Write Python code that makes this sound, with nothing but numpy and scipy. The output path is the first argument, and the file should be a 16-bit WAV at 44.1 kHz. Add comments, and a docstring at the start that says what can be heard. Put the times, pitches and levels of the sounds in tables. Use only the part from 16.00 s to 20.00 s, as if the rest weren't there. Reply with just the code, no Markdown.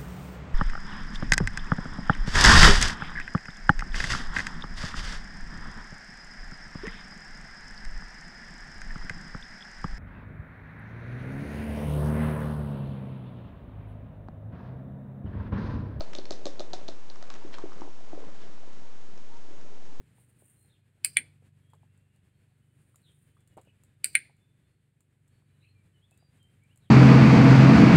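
"""In a small room a fingernail taps a flat wooden toy on carpet, about seven times a second.
Each impact snaps, excites the wood's damped modes and knocks the toy into the pile. The hand
crackles over a plastic bag and scratches at the toy; two rats scamper past, their paws patting and
their fur rustling by friction. The room reflects the contacts, and low room noise and the hiss
of a small camera lie under it all."""
import sys
import numpy as np
from scipy import signal
from scipy.fft import rfft, irfft
from scipy.io import wavfile

SR = 44100
rng = np.random.default_rng(int(sys.argv[2]) if len(sys.argv) > 2 else 0)


def dump(signal):
    """Clip the signal to [-1, 1] and save it as 16-bit WAV at the path in sys.argv[1]."""
    limited = np.clip(np.atleast_2d(signal).T, -1, 1)
    pcm = np.round(limited * 32767).astype(np.int16)
    wavfile.write(sys.argv[1], SR, pcm)


N = 176400
BAND_EDGE_HZ = 8350


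def amp(db):
    """Decibels to amplitude ratio."""
    return 10 ** (np.asarray(db) / 20)


def unit_rms(x):
    """Normalisation to an RMS of 1."""
    return x / np.sqrt(np.mean(x ** 2) + 1e-20)


def curve_at(points, hz):
    """Interpolation over log frequency."""
    f, value = np.transpose(points)
    return np.interp(np.log(hz + 1), np.log(f + 1), value)


def add(mix, start_s, sound):
    """Superposition of a delayed sound on the mix."""
    part = mix[max(round(start_s * SR), 0):][:len(sound)]
    part += sound[:len(part)]


def colour(x, spectrum):
    """Minimum-phase filter with an energy gain of 1 for white noise, counted below the band edge."""
    hz = abs(np.fft.fftfreq(4096, 1 / SR))
    log_gain = np.log(amp(curve_at(spectrum, hz)))
    impulse = np.fft.ifft(np.exp(np.conj(signal.hilbert(log_gain)))).real
    power = np.mean(np.exp(2 * log_gain) * (hz < BAND_EDGE_HZ))
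    return signal.oaconvolve(x, impulse / np.sqrt(power))[:len(x)]


def damped_modes(modes, t):
    """Free vibration: a sum of sines, each falling 60 dB in its T60."""
    return sum(amp(db - 60 * t / t60) * np.sin(2 * np.pi * hz * t) for hz, db, t60 in modes)


def swells(rows):
    """An envelope of Gaussian pulses."""
    t = np.arange(N) / SR
    return sum(amp(db) * np.exp(-((t - centre) / half) ** 2 / 2) for centre, half, db in rows)


def background():
    """Broadband room noise and hiss, the camera's pure-tone whine, and a faint narrow-band ring."""
    # room noise and hiss: (frequency [Hz], relative level [dB])
    noise_spectrum = [(24, -32.5), (40, -12), (55, -8.5), (91, -5), (162, -2), (336, -2.5), (367, -5.5),
                      (668, -10), (911, -6.5), (1060, -12), (4700, -20), (6550, -20), (8000, -27.5),
                      (10400, -48), (17600, -120)]
    # steady tones: (frequency [Hz], level [dB])
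    whine_tones = [(3112, -84.5), (5399, -79.5), (6665, -81)]
    # the ring comes and goes: (centre [s], half length [s], level [dB])
    ring_swells = [(2.85, 0.023, -63), (3.32, .018, -60.5), (3.375, 0.029, -59.5)]
    ring_hz, width_hz = 925, 32
    t, hz = np.arange(N) / SR, np.fft.rfftfreq(N, 1 / SR)
    noise = amp(-56.5) * colour(rng.standard_normal(N), noise_spectrum)
    whine = sum(amp(db) * np.sqrt(2) * np.sin(2 * np.pi * (f * t + rng.random()))
                for f, db in whine_tones)
    band = np.exp(-((hz - ring_hz) / width_hz) ** 2 / 2)
    ring = unit_rms(irfft(rfft(rng.standard_normal(N)) * band, N))
    return noise + whine + ring * swells(ring_swells)


def slips(per_s, spread_db):
    """Shot noise: tiny slips of uneven size at random times."""
    size = amp(spread_db * np.minimum(rng.exponential(1, N), 4))
    return unit_rms(size * rng.choice([-1., 1.], N) * (rng.random(N) < per_s / SR))


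def brushing():
    """Friction of skin and fur on the pile makes a low shuffle and a gritty rustle."""
    # course of the movement: (time [s], shuffle level [dB], rustle level [dB])
    movement = [(0, -53.5, -54.5), (.4, -52, -68.5), (.85, -53, -59.5), (1.04, -66, -64),
                (1.2, -58.5, -60.5), (1.35, -54.5, -52.5), (1.43, -57.5, -59), (1.61, -53.5, -58.5),
                (1.7, -61.5, -58.5), (1.84, -49.5, -57), (1.94, -63, -67), (2.1, -58, -60),
                (2.23, -50, -59.5), (2.35, -62, -59.5), (2.44, -55, -62), (2.58, -62.5, -62.5),
                (2.8, -60.5, -62), (2.95, -64, -66.5), (3.42, -62, -67), (3.53, -57, -64.5),
                (3.8, -59.5, -69), (4, -61, -67)]
    # the two friction spectra: (frequency [Hz], relative level [dB])
    shuffle_spectrum = [(40, -33.5), (100, -25), (165, 0), (230, -2.5), (400, 2), (650, -2.5),
                        (1100, -26.5), (2500, -24.5), (8000, -51)]
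    rustle_spectrum = [(200, -37.5), (600, 4.5), (1100, 7), (2000, -1.5), (4000, -8), (8000, -16)]
    times, shuffle_db, rustle_db = np.transpose(movement)
    t = np.arange(N) / SR
    shuffle = slips(per_s=2500, spread_db=4.5) * amp(np.interp(t, times, shuffle_db))
    rustle = slips(per_s=1100, spread_db=2.5) * amp(np.interp(t, times, rustle_db))
    return colour(shuffle, shuffle_spectrum) + colour(rustle, rustle_spectrum)


def nail_taps():
    """Impact excites modes of the wood, then of toy and floor. Returns direct sound and room feed."""
    # nail contacts, often two to a blow: (time [s], snap level [dB], ring level [dB],
    # ring pitch [Hz], knock level [dB], knock pitch [Hz], thud level [dB])
    contacts = [(.0075, -26, -27, 4430, -24, 617, -33.5), (.1511, -21.5, -26, 3760, -38, 600, -35.5),
                (.1858, -27, -28.5, 4300, -31.5, 537, -28), (.2545, -34, -37, 4340, -52, 560, -52),
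                (.3079, -16, -26, 4630, -26, 607, -27), (.3268, -31, -32, 3970, -36, 530, -36),
                (.4560, -16, -26, 4270, -29, 557, -28), (.4662, -24.5, -29.5, 3750, -22.5, 540, -32.5),
                (.5957, -23.5, -27, 4190, -35, 562, -30.5), (.6040, -24.5, -32, 3730, -25, 595, -33),
                (.7336, -19, -24.5, 4190, -26.5, 678, -32.5), (.7390, -24.5, -33.5, 3680, -31, 708, -45),
                (.8816, -29, -31, 3800, -39, 600, -47.5), (.8860, -24, -28, 4190, -30, 617, -30),
                (1.1005, -34, -33.5, 4230, -43, 564, -55)]
    # bright ring of wood, dull knock on carpet: (pitch ratio, relative level [dB], T60 [s])
    wood_modes = [(.94, -19.5, 0.018), (1, -3.5, 0.011), (1.12, -8, 0.013), (1.328, -6.5, 0.0059)]
    knock_modes = [(0.999, 4.5, .023), (1.24, -10.5, 0.016), (2.08, -10, 0.02)]
    # thud of the floor: (frequency [Hz], relative level [dB], T60 [s])
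    floor_modes = [(304, -9.5, 0.026), (378, 3, 0.029)]
    # the snap, direct and as it spreads into the room: (frequency [Hz], relative level [dB])
    snap_spectrum = [(200, -11), (1000, 10), (1700, -1), (2900, -9), (4000, 10), (5200, -2), (6300, 14.5),
                     (8000, 0.5)]
    spread_spectrum = [(200, -18), (1000, -8), (2000, -3), (2900, -20), (4000, -8.5), (5000, 0), (6200, -2),
                       (8000, -9.5)]
    ring_rise_s, knock_rise_s, knock_lag_s = 0.00006, 0.0013, 0.00112
    snaps, rings, knocks = np.zeros((3, N))
    t = np.arange(SR // 10) / SR
    ring_onset, knock_onset = 1 - np.exp(-t / ring_rise_s), 1 - np.exp(-t / knock_rise_s)
    for start, snap_db, ring_db, ring_hz, knock_db, knock_hz, thud_db in contacts:
        bright = [(ratio * ring_hz, db + ring_db, t60) for ratio, db, t60 in wood_modes]
        dull = [(ratio * knock_hz, db + knock_db, t60) for ratio, db, t60 in knock_modes]
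        thud = [(hz, db + thud_db, t60) for hz, db, t60 in floor_modes]
        add(snaps, start, -amp([snap_db]))
        add(rings, start, -ring_onset * damped_modes(bright, t))
        add(knocks, start + knock_lag_s, knock_onset * damped_modes(dull + thud, t))
    direct = colour(snaps, snap_spectrum) + rings + knocks
    room_feed = amp(2.5) * colour(snaps, spread_spectrum) + amp(-7) * rings + amp(-6) * knocks
    return direct, room_feed


def room(x):
    """Reverberation: early reflections, then a diffuse tail and low standing waves."""
    # reflections from furniture and walls: (delay [s], gain [dB])
    reflections = [(.0032, -17), (.0055, -18), (0.0118, -11.5), (.0152, -17.5), (.0198, -26)]
    # decay of the tail: (frequency [Hz], T60 [s])
    decay_times = [(150, 0.12), (500, 0.12), (1400, 0.55), (4000, 0.27), (8000, 0.25)]
    # colour of the tail: (frequency [Hz], relative level [dB])
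    tail_spectrum = [(100, -11.5), (350, -3.5), (700, 2.5), (1400, -7.5), (4000, 4), (8000, -4)]
    # standing waves: (frequency [Hz], level [dB], T60 [s])
    room_modes = [(292.7, -48.5, 0.25), (371.7, -57, 0.3), (541, -59.5, .3)]
    tail_db, gap_s = -4.5, 0.009
    out = np.zeros(N)
    for delay, db in reflections:
        add(out, delay, amp(db) * x)
    hz, t, bands = signal.stft(rng.standard_normal(SR // 2), SR, nperseg=256)
    decay = amp(-60 * t / curve_at(decay_times, hz)[:, None])
    tail = signal.istft(bands * decay, SR, nperseg=256)[1]
    gain = amp(curve_at(tail_spectrum, np.fft.rfftfreq(len(tail), 1 / SR)))
    tail = irfft(rfft(tail / np.linalg.norm(tail)) * gain)
    boom = damped_modes(room_modes, np.arange(len(tail)) / SR)
    add(out, gap_s, signal.fftconvolve(x, amp(tail_db) * tail + boom)[:N])
    return out


def crackles():
    """The plastic bag and ticking claws emit transients: noise bursts with exponential decay."""
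    # dry snaps: (time [s], level [dB])
    bursts = [(0.1334, -34.5), (0.1368, -38.5), (0.2555, -38.5), (1.1577, -48), (1.2264, -37),
              (1.3024, -34), (1.34, -37.5), (1.5853, -40), (1.731, -44.5), (1.8093, -45), (2.4168, -53),
              (2.7315, -46.5), (3.1772, -47), (3.3697, -52), (3.613, -46.5), (3.8536, -50.5)]
    # their colour: (frequency [Hz], relative level [dB])
    spectrum = [(200, -6.5), (700, 2.5), (1300, 10.5), (2200, 1.5), (3400, 1.5), (4400, -1.5), (5500, 4),
                (8000, -9.5)]
    t60_s = 0.0072
    out, t = np.zeros(N), np.arange(SR // 50) / SR
    for start, db in bursts:
        add(out, start, amp(db - 60 * t / t60_s) * rng.standard_normal(len(t)))
    return colour(out, spectrum)


def pats():
    """Cushioned impacts on carpet are heavily damped: they swell and die within a few cycles."""
    # paws and fingers landing: (time [s], level [dB], pitch [Hz])
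    landings = [(1.159, -42, 1100), (1.2265, -40.5, 686), (1.4478, -35, 335), (1.459, -42, 436),
                (1.5838, -33, 1100), (1.591, -38, 910), (1.6383, -27, 378), (1.657, -39, 640),
                (1.7198, -39.5, 1170), (1.755, -48.5, 172), (1.8165, -35.5, 303), (1.8185, -31, 903),
                (1.875, -39.5, 420), (1.877, -41.5, 800), (1.989, -48.5, 825), (2.008, -45.5, 651),
                (2.132, -34.5, 310), (2.131, -34, 660), (2.1759, -32.5, 490), (2.188, -42, 466),
                (2.239, -42.5, 950), (2.265, -46.5, 170), (2.288, -41.5, 540), (2.632, -44, 650),
                (2.676, -43.5, 463), (3.128, -50, 175), (3.484, -50, 362), (3.508, -45, 387)]
    rise_cycles, sharpness = 0.97, 1.58
    out, t = np.zeros(N), np.arange(SR // 20) / SR
    for start, db, hz in landings:
        age = hz * t / rise_cycles
        envelope = (age * np.exp(1 - age)) ** sharpness
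        add(out, start, -amp(db) * envelope * np.sin(2 * np.pi * hz * t))
    return out


def scratches():
    """Sliding friction of nails or claws on toy and carpet gives brief swells of noise."""
    # drags: (centre [s], half length [s], level [dB])
    strokes = [(1.533, 0.0051, -50), (1.5425, 0.0018, -42.5), (1.550, 0.0018, -44), (2.425, 0.04, -61)]
    # their colour: (frequency [Hz], relative level [dB])
    spectrum = [(200, -21), (900, -7), (1600, 2.5), (2200, -6), (3200, -4), (5000, -8.5), (8000, -23)]
    return colour(rng.standard_normal(N) * swells(strokes), spectrum)


def scene():
    """Superposition of the contacts, their reverberation, the brushing and the background."""
    taps, tap_feed = nail_taps()
    soft, sharp = pats(), crackles() + scratches()
    reverberation = room(tap_feed + amp(-4) * soft + amp(-5.5) * sharp)
    return (taps + soft + sharp + reverberation + brushing() + background())[None]


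def record(dry):
    """Band limiting: the camera cuts the high treble and adds a constant offset."""
    dc_offset = -0.0545
    lowpass = signal.firwin(161, BAND_EDGE_HZ, window=("kaiser", 8), fs=SR)
    return signal.oaconvolve(dry, lowpass[None], "same") + dc_offset


dry = scene()
out = record(dry)
dump(out)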